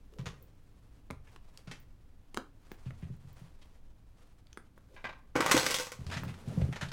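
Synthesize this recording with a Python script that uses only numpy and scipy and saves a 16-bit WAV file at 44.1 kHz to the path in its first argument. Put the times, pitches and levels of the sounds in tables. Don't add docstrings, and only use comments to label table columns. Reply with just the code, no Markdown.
import sys
import numpy as np
from scipy import signal
from scipy.fft import rfft, irfft, next_fast_len
from scipy.io import wavfile
from scipy.ndimage import uniform_filter1d

SR = 44100
rng = np.random.default_rng(int(sys.argv[2]) if len(sys.argv) > 2 else 0)


def transcribe(u):
    v = np.clip(np.atleast_2d(u).T, -1, 1)
    q = np.round(v * 32767).astype(np.int16)
    wavfile.write(sys.argv[1], SR, q)


N = 305275
TIME = np.arange(N) / SR
AGE = TIME[:SR * 2 // 3]
STROKE_PEAK = 0.37

# frequency in Hz, gain in dB.
CLOTH_SPECTRUM = [(530, -4.5), (1020, -6), (1470, -9.5), (1880, -11.5), (3430, -15), (9530, -22),
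                  (16000, -34.5)]
# frequency in Hz, gain in dB.
TIN_SPECTRUM = [(88, -26), (150, 0.5), (209, -8.5), (321, -7), (439, -3), (504, 1.5), (612, -7), (923, -4),
                (1420, -5.5), (1560, -5.5), (1760, -11), (1940, -7), (2980, -10.5), (6260, -9),
                (16000, -25.5)]
# start in seconds, relative level in dB.
TIN_BUMPS = [(5.354, -27.5), (5.399, -29), (5.542, -20)]


def cloth(resting_db=-77, flap_db=-2, drum_db=-6, tick_db=-21):
    # start and length in seconds, level in dB.
    strokes = [(0.278, 0.52, -83), (1.244, 0.15, -73.5), (1.43, 0.36, -73.5), (2.528, 0.96, -71),
               (3.274, 0.39, -73), (3.58, 0.26, -79.5), (4.136, 0.21, -76.5), (4.758, 0.037, -64),
               (4.9, 0.16, -75)]
    # start and length in seconds, sliding and air drive in dB.
    swings = [(5.932, 0.62, -57, -50), (6.394, 0.4, -56.5, -43.5), (6.653, 0.38, -62, -56)]
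    # frequency in Hz, gain in dB.
    nail_spectrum = [(400, 10), (1500, -36), (6000, -1), (15000, 7)]
    flap_spectrum = [(120, -25), (200, 9.5), (323, -7.5), (542, -9), (1000, -28), (2200, -82)]
    stroking = sum(undb(db) * gesture(s, length, STROKE_PEAK, power=0.74) for s, length, db in strokes)
    hands = undb(resting_db) + stroking
    speed, air = hands, 0
    for s, length, slide_db, air_db in swings:
        swing = gesture(s, length, peak=0.42, power=1.43)
        speed = speed + undb(slide_db) * swing
        air = air + undb(air_db) * swing
    folds = undb(3.3 * walk(rate=50))
    slips = unit(colour(grains(N, rate=9000, spread_db=0), CLOTH_SPECTRUM)) * speed
    ticks = unit(colour(grains(N, rate=30, spread_db=-9), nail_spectrum)) * hands * undb(tick_db)
    flaps = unit(colour(rng.standard_normal(N), flap_spectrum)) * air * undb(flap_db)
    patter = grains(N, rate=370, spread_db=3.5)
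    drumming = unit(signal.fftconvolve(patter, table_blow())[:N]) * air * undb(drum_db)
    return in_room(folds * (slips + flaps) + ticks, wet_db=-15, treble_db=3) + drumming


def crinkles(broadband_db=-10):
    # start and length in seconds, level in dB, pitch in Hz.
    folds = [(1.268, 0.036, -61, 2100), (2.851, 0.047, -61, 2500), (3.018, 0.042, -59.5, 2280),
             (3.612, 0.027, -61, 3700), (6.061, 0.028, -48, 4430), (6.096, 0.024, -47, 2580),
             (6.271, 0.056, -51, 2280), (6.338, 0.016, -52.5, 2200), (6.609, 0.036, -47.5, 2460),
             (6.884, 0.017, -50, 4080)]
    out = np.zeros(N)
    for s, length, db, hz in folds:
        catches = colour(grains(len(AGE), rate=1800, spread_db=2), CLOTH_SPECTRUM)
        pitched = resonate(catches, hz, q=1.6) + undb(broadband_db) * catches
        envelope = np.interp(AGE, [0, 0.25 * length, length], [0, 1, 0])
        add(out, s, peak_at(envelope * pitched, db), lag_s=0)
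    return in_room(out, wet_db=-3.5, treble_db=2)


def slaps(dull_hz=900):
    # start in seconds, level in dB, pitch in Hz.
    landings = [(6.51, -51, 606), (6.574, -42, 400), (6.591, -46, 460), (6.614, -38, 554),
                (6.641, -48.5, 520), (6.689, -44, 322)]
    out = np.zeros(N)
    for s, db, hz in landings:
        puff = rng.standard_normal(len(AGE)) * swell(rise_s=0.0017) * fade(t60=0.057)
        hollow = cut(resonate(puff, hz, q=6.2), dull_hz, "low", order=4)
        add(out, s, peak_at(hollow, db), lag_s=0)
    return in_room(out, wet_db=-18, treble_db=6)


def tin(wall_t60=0.26, scrape_db=-0.5):
    # start in seconds, relative levels of body, edge and
    # ring in dB, pitch of the struck spot in Hz.
    collisions = [(5.353, -22, -44, -42, 680), (5.362, -28, -38, -39, 1490), (5.403, -22, -33, -52, 1000),
                  (5.46, -19, -30, -38, 1240), (5.488, -27, -53, -50, 1210),
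                  (5.512, -19.5, -21.5, -25.5, 1070), (5.547, -35, -31.5, -30, 2670),
                  (5.563, -25, -29, -29, 1580), (5.574, -28, -24, -29.5, 4100),
                  (5.595, -35, -28, -40, 4100), (5.662, -27, -25.5, -38, 1970),
                  (5.706, -37, -29.5, -37.5, 920), (5.741, -30.5, -26.5, -46, 3460),
                  (5.784, -37, -34.5, -38.5, 2080), (5.796, -39, -34.5, -38, 1140),
                  (5.866, -40.5, -44.5, -56, 6460), (5.917, -40.5, -40.5, -50, 1320)]
    # frequency in Hz, relative level in dB.
    wall_modes = [(921, -51), (1052, -52), (1110, -51), (1206, -51), (1497, -51), (1567, -51), (1886, -54),
                  (1960, -55), (2030, -53), (2606, -55), (3031, -55), (3359, -56), (4129, -54), (4920, -57),
                  (5507, -56), (5835, -55), (6460, -54), (7854, -57)]
    # frequency in Hz, relative level in dB, T60 in seconds.
    cavity_modes = [(503.5, -1, 0.24), (549, -9, 0.14)]
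    base_modes = [(276, 2, 0.093), (321.6, 8.5, 0.095), (357, -23, 0.054), (527, -2, 0.17)]
    walls = [(hz, db, wall_t60) for hz, db in wall_modes]
    out = scrape(walls) * undb(scrape_db)
    for s, body_db, edge_db, ring_db, hz in collisions:
        envelope = 0.8 * fade(t60=0.012) + fade(t60=0.12)
        rattle = grains(len(AGE), rate=5800, spread_db=0.5) * envelope
        rattle = colour(rattle + undb(1) * resonate(rattle, hz, q=5), TIN_SPECTRUM)
        steel = peak_at(ring(walls, scatter_db=3, detune=0.001), 0)
        cavity = ring(cavity_modes, scatter_db=1.5, detune=0.015)
        knock = contact(rattle, body_db - 4, edge_db - 1, body_hz=2180, edge_hz=1900)
        add(out, s, knock + undb(ring_db - 2) * (steel + cavity))
    for s, db in TIN_BUMPS:
        base = soften(ring(base_modes, scatter_db=2, detune=0.005), push_s=0.00027)
        add(out, s, peak_at(cut(base, 170, "high"), db))
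    return in_room(out, wet_db=-10.5, treble_db=4.5)


def scrape(walls, start_s=5.345, length_s=0.56, steel_db=-10, split_hz=2450):
    jostle = grains(N, rate=2200, spread_db=1.5)
    steel = signal.fftconvolve(jostle, ring(walls, scatter_db=1.5, detune=0))[:N]
    sound = unit(colour(jostle, TIN_SPECTRUM)) + undb(steel_db) * unit(steel)
    judder = unit(cut(sound, split_hz, "low", order=4))
    contents = unit(cut(sound, split_hz, "high", order=4))
    early = undb(-34.5) * gesture(start_s, length_s, peak=0.097, power=1.35)
    late = undb(-39.5) * gesture(start_s, length_s, peak=0.64, power=1.26)
    return early * judder + late * contents


def lid(plate_db=-1, rim_db=-3, mode_t60=0.031):
    # start in seconds, relative level in dB, T60 of the chatter in seconds.
    rebounds = [(4.963, -53, 0.22), (5.041, -40.5, 0.1), (5.051, -39.5, 0.086), (5.066, -46, 0.076),
                (5.09, -46, 0.084), (5.127, -52.5, 0.063)]
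    # frequency in Hz, gain in dB.
    lid_modes = [(673, 0.5), (915, -8), (1055, 8.5), (1165, 3), (1580, 0), (1650, 4.5), (1985, 4),
                 (2335, 2), (2435, -12), (3660, -7)]
    rim_spectrum = [(200, -17), (550, 4), (2400, 0.5), (7000, -22.5), (16000, -71)]
    out = np.zeros(N)
    response = ring([(hz, db, mode_t60) for hz, db in lid_modes], scatter_db=1, detune=0)
    for s, db, t60 in rebounds:
        chatter = grains(len(AGE), rate=8900, spread_db=0) * fade(t60)
        plate = peak_at(signal.fftconvolve(chatter, response)[:len(AGE)], db + plate_db)
        rim = peak_at(colour(chatter, rim_spectrum), db + rim_db)
        add(out, s, plate + rim, lag_s=0.0012)
    return in_room(out, wet_db=-7, treble_db=-0.5)


def thuds(deep_hz=108, settle_s=0.042, settle_db=-7.5, tin_db=-16):
    # start in seconds, relative levels of boom and deep mode in dB.
    landings = [(0.191, -32.5, -62), (0.262, -40.5, -38.5), (1.102, -48, -40.5), (1.674, -39, -78),
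                (2.861, -36, -38.5), (3.027, -36, -40), (3.101, -36.5, -42.5), (3.246, -47, -52),
                (3.414, -43.5, -67), (5.989, -39.5, -40.5), (6.062, -47, -33), (6.163, -32, -58),
                (6.219, -35.5, -46), (6.265, -30.5, -56), (6.474, -32.5, -39), (6.574, -22, -36),
                (6.615, -30.5, -21.5), (6.689, -31.5, -46), (6.823, -32.5, -42)]
    out = np.zeros(N)
    for s, boom_db, deep_db in landings:
        for lag_s, drop_db in [(0, 0), (settle_s, settle_db)]:
            blow = contact(table_blow(), deep_db - 4.5, boom_db - 2.5, body_hz=deep_hz, edge_hz=deep_hz)
            add(out, s, undb(drop_db) * blow, lag_s)
    for s, db in TIN_BUMPS:
        add(out, s, peak_at(table_blow(), db + tin_db))
    return out


def table_blow(lowest_hz=60):
    # frequency in Hz, relative level in dB, T60 in seconds.
    table_modes = [(86.2, 0, 0.41), (132.5, 4.5, 0.33), (169.1, 5, 0.12), (224, -18, 0.8),
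                   (259, -12, 0.098), (378, -10.5, 0.078), (530, -16, 0.11)]
    boom = ring(table_modes, scatter_db=3, detune=0.02)
    return cut(soften(boom, push_s=0.00087), lowest_hz, "high", order=4)


def creaks():
    # start in seconds, relative levels of body and edge in dB, hold of the run in seconds,
    # first snap against the slips in dB, pitch in Hz.
    joints = [(0.1853, -49, -55.5, 0.0095, 29, 1190), (0.257, -40, -46.5, 0.01, 25, 1160),
              (1.672, -51.5, -58.5, 0, 18.5, 1400), (1.712, -44, -46.5, 0, 23, 1910),
              (6.111, -38, -45, 0.038, 18, 1700), (6.166, -38.5, -45, 0.0074, 16, 1930),
              (6.726, -40, -50.5, 0.007, 28, 1780), (6.757, -39.5, -50, 0, 7, 1770),
              (6.8095, -36.5, -44.5, 0.021, 17, 1620), (6.916, -39.5, -45, 0, 21, 1580)]
    # frequency in Hz, gain in dB.
    wood_spectrum = [(210, -39), (350, -3.5), (1120, -2.5), (1600, -4), (2670, -6), (3670, -7), (6230, -11),
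                     (12000, -27), (14500, -34), (16000, -68)]
    out = np.zeros(N)
    for s, body_db, edge_db, hold_s, snap_db, hz in joints:
        run = fade(t60=0.057, hold_s=hold_s) + 1.14 * fade(t60=0.22, hold_s=hold_s)
        slips = grains(len(AGE), rate=13000, spread_db=2.5) * run * swell(rise_s=0.00087)
        force = slips + undb(snap_db) * signal.unit_impulse(len(AGE))
        joint = force + undb(-1) * resonate(force, hz, q=4)
        wood = colour(joint, tinted(wood_spectrum, spread_db=1.5))
        add(out, s, contact(wood, body_db - 3, edge_db - 1, body_hz=2600, edge_hz=2800), lag_s=0.00113)
    return in_room(out, wet_db=-10, treble_db=1)


def clicks():
    # start in seconds, relative levels of body, edge and ring in dB, pitch of the ring in Hz.
    touches = [(0.136, -63, -60.5, -68, 3000), (1.1017, -37, -63, -53, 4020),
               (1.1068, -38, -42.5, -37.5, 2250), (1.36, -49.5, -54.5, -57, 3500),
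               (1.573, -88, -46, -73, 3400), (2.3434, -43, -44.5, -49.5, 8850),
               (2.366, -46, -52, -51, 7260), (2.3714, -28, -35, -31, 1360), (2.715, -39, -51.5, -58, 1110),
               (2.905, -45, -61, -59, 2400), (4.468, -82, -61.5, -69, 4600), (4.528, -78, -53, -55.5, 6260),
               (4.572, -43, -51, -43.5, 1400), (4.776, -53, -80, -66, 1360),
               (5.5114, -37, -21.5, -22.5, 1900), (6.233, -36, -59, -47, 2610)]
    # frequency in Hz, gain in dB.
    tick_spectrum = [(71, -28), (120, -7.5), (330, 1), (700, -9), (1350, -7), (2300, -16.5), (9500, -34),
                     (16000, -46)]
    out = np.zeros(N)
    for s, body_db, edge_db, ring_db, hz in touches:
        force = signal.unit_impulse(len(AGE)) + 0.14 * rng.standard_normal(len(AGE)) * fade(t60=0.012)
        tick = contact(colour(force, tick_spectrum), body_db - 1, edge_db - 1, body_hz=2180, edge_hz=2830)
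        part = np.sin(2 * np.pi * hz * AGE) * fade(t60=0.007)
        add(out, s, tick + peak_at(part, ring_db))
    return in_room(out, wet_db=-6.5, treble_db=-2.5, t60=0.25, treble_t60=0.22)


def knocks(mode_t60=0.13):
    # start in seconds, level in dB.
    taps = [(1.108, -45), (1.712, -49), (2.372, -37)]
    casing = [(hz, db, mode_t60) for hz, db in [(261, 5), (389, -8), (452, -7), (540, -11)]]
    out = np.zeros(N)
    for s, db in taps:
        add(out, s, peak_at(ring(casing, scatter_db=2, detune=0), db))
    return out


def pins(gain_db=-10):
    # start in seconds, pitch in Hz, relative level in dB.
    pings = [(0.4239, 15100, -45), (1.7978, 15100, -52), (2.7157, 15100, -44), (3.3278, 15100, -53),
             (4.572, 9200, -49), (6.2345, 15100, -41)]
    out = np.zeros(N)
    for s, hz, db in pings:
        touch = rng.standard_normal(len(AGE)) * (fade(t60=0.008) + 0.22 * fade(t60=0.15))
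        add(out, s, peak_at(resonate(touch, hz, q=20), db + gain_db))
    return out


def sleeve():
    # start and length in seconds, level in dB.
    rubs = [(0.092, 0.3, -60), (0.376, 0.11, -65), (4.887, 0.089, -64)]
    # frequency in Hz, gain in dB.
    rub_spectrum = [(200, -34), (420, -7.5), (520, -11), (800, -45), (3000, -48)]
    speed = sum(undb(db) * gesture(s, length, STROKE_PEAK, power=1) for s, length, db in rubs)
    return unit(colour(grains(N, rate=3700, spread_db=4), rub_spectrum)) * speed


def room_tone(rumble_db=-54.5, hiss_db=-70, waver_db=0.5):
    # frequency in Hz, gain in dB.
    rumble_spectrum = [(8.8, -33.5), (15, 4), (38, -15), (54, -8.5), (81, -18), (113, -14), (135, -24.5),
                       (172, -21.5), (260, -54), (440, -120)]
    hiss_spectrum = [(120, -48.5), (200, -3), (299, -3.5), (353, -11.5), (473, -11.5), (791, -19),
                     (7970, -36), (16000, -37)]
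    rumble = unit(colour(rng.standard_normal(N), rumble_spectrum)) * undb(rumble_db)
    hiss = unit(colour(rng.standard_normal(N), hiss_spectrum)) * undb(hiss_db)
    return (rumble + hiss) * undb(waver_db * walk(rate=2.84))


def in_room(x, wet_db, treble_db, t60=0.4, treble_t60=0.29, split_hz=2200):
    noise = rng.standard_normal(len(AGE))
    bass = cut(noise, split_hz, "low", order=3) * fade(t60)
    treble = undb(treble_db) * cut(noise, split_hz, "high", order=3) * fade(treble_t60)
    tail = (bass + treble) * swell(rise_s=0.0011) / np.linalg.norm(noise * fade(t60))
    return x + undb(wet_db) * signal.fftconvolve(x, tail)[:N]


def gesture(start, length, peak, power):
    phase = np.interp(TIME, start + length * np.array([0, peak, 1]), [0, 0.5, 1])
    return np.sin(np.pi * phase) ** power * (phase > 0) * (phase < 1)


def grains(n, rate, spread_db):
    sizes = undb(spread_db * np.minimum(rng.exponential(size=n), 5)) * rng.standard_normal(n)
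    return unit(sizes * (rng.random(n) < rate / SR))


def ring(modes, scatter_db, detune):
    chance = rng.standard_normal((len(modes), 2))
    return sum(undb(db + scatter_db * weight) * np.sin(2 * np.pi * hz * (1 + detune * shift) * AGE)
               * fade(t60) for (hz, db, t60), (weight, shift) in zip(modes, chance))


def contact(x, body_db, edge_db, body_hz, edge_hz):
    body = peak_at(cut(x, body_hz, "low", order=4), body_db)
    edge = peak_at(cut(x, edge_hz, "high", order=4), edge_db)
    return body + edge


def soften(x, push_s):
    return signal.lfilter([1], [1, -np.exp(-1 / (push_s * SR))], x)


def tinted(points, spread_db, count=36):
    hz, db = np.transpose(points)
    grid = np.geomspace(hz[0], hz[-1], count)
    smooth_db = np.interp(np.log(grid), np.log(hz), db)
    return np.column_stack([grid, smooth_db + spread_db * rng.standard_normal(count)])


def colour(x, points):
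    n = 2 * next_fast_len(len(x))
    hz, db = np.transpose(points)
    gain = undb(np.interp(np.log(np.fft.rfftfreq(n, 1 / SR) + 1), np.log(hz), db))
    cepstrum = irfft(np.log(gain))
    cepstrum[1:n // 2] *= 2
    cepstrum[n // 2 + 1:] = 0
    return irfft(rfft(x, n) * np.exp(rfft(cepstrum)), n)[:len(x)]


def cut(x, hz, kind, order=2):
    return signal.sosfilt(signal.butter(order, hz, kind, fs=SR, output="sos"), x)


def resonate(x, hz, q):
    return signal.lfilter(*signal.iirpeak(hz, q, SR), x)


def fade(t60, hold_s=0):
    return np.exp(-np.log(1000) * np.maximum(AGE - hold_s, 0) / t60)


def swell(rise_s):
    return 1 - np.exp(-AGE / rise_s)


def walk(rate):
    step = int(SR / rate)
    return uniform_filter1d(np.repeat(rng.standard_normal(N // step + 1), step), step)[:N]


def undb(db):
    return 10 ** (np.asarray(db) / 20)


def unit(x):
    return x / np.sqrt(np.mean(x ** 2))


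def peak_at(x, db, size=220):
    return x * undb(db) / np.sqrt(uniform_filter1d(x ** 2, size).max())


def add(out, s, sound, lag_s=0.0018):
    start = int((s + lag_s) * SR)
    out[start:start + len(sound)] += sound[:max(N - start, 0)]


def scene():
    quilt = cloth() + crinkles() + slaps() + sleeve()
    return (quilt + pins() + clicks() + knocks() + creaks() + thuds() + lid() + tin() + room_tone())[None]


def record(dry):
    top_hz = 16300
    return signal.sosfilt(signal.ellip(10, 0.1, 80, top_hz, fs=SR, output="sos"), dry)


dry = scene()
out = record(dry)
transcribe(out)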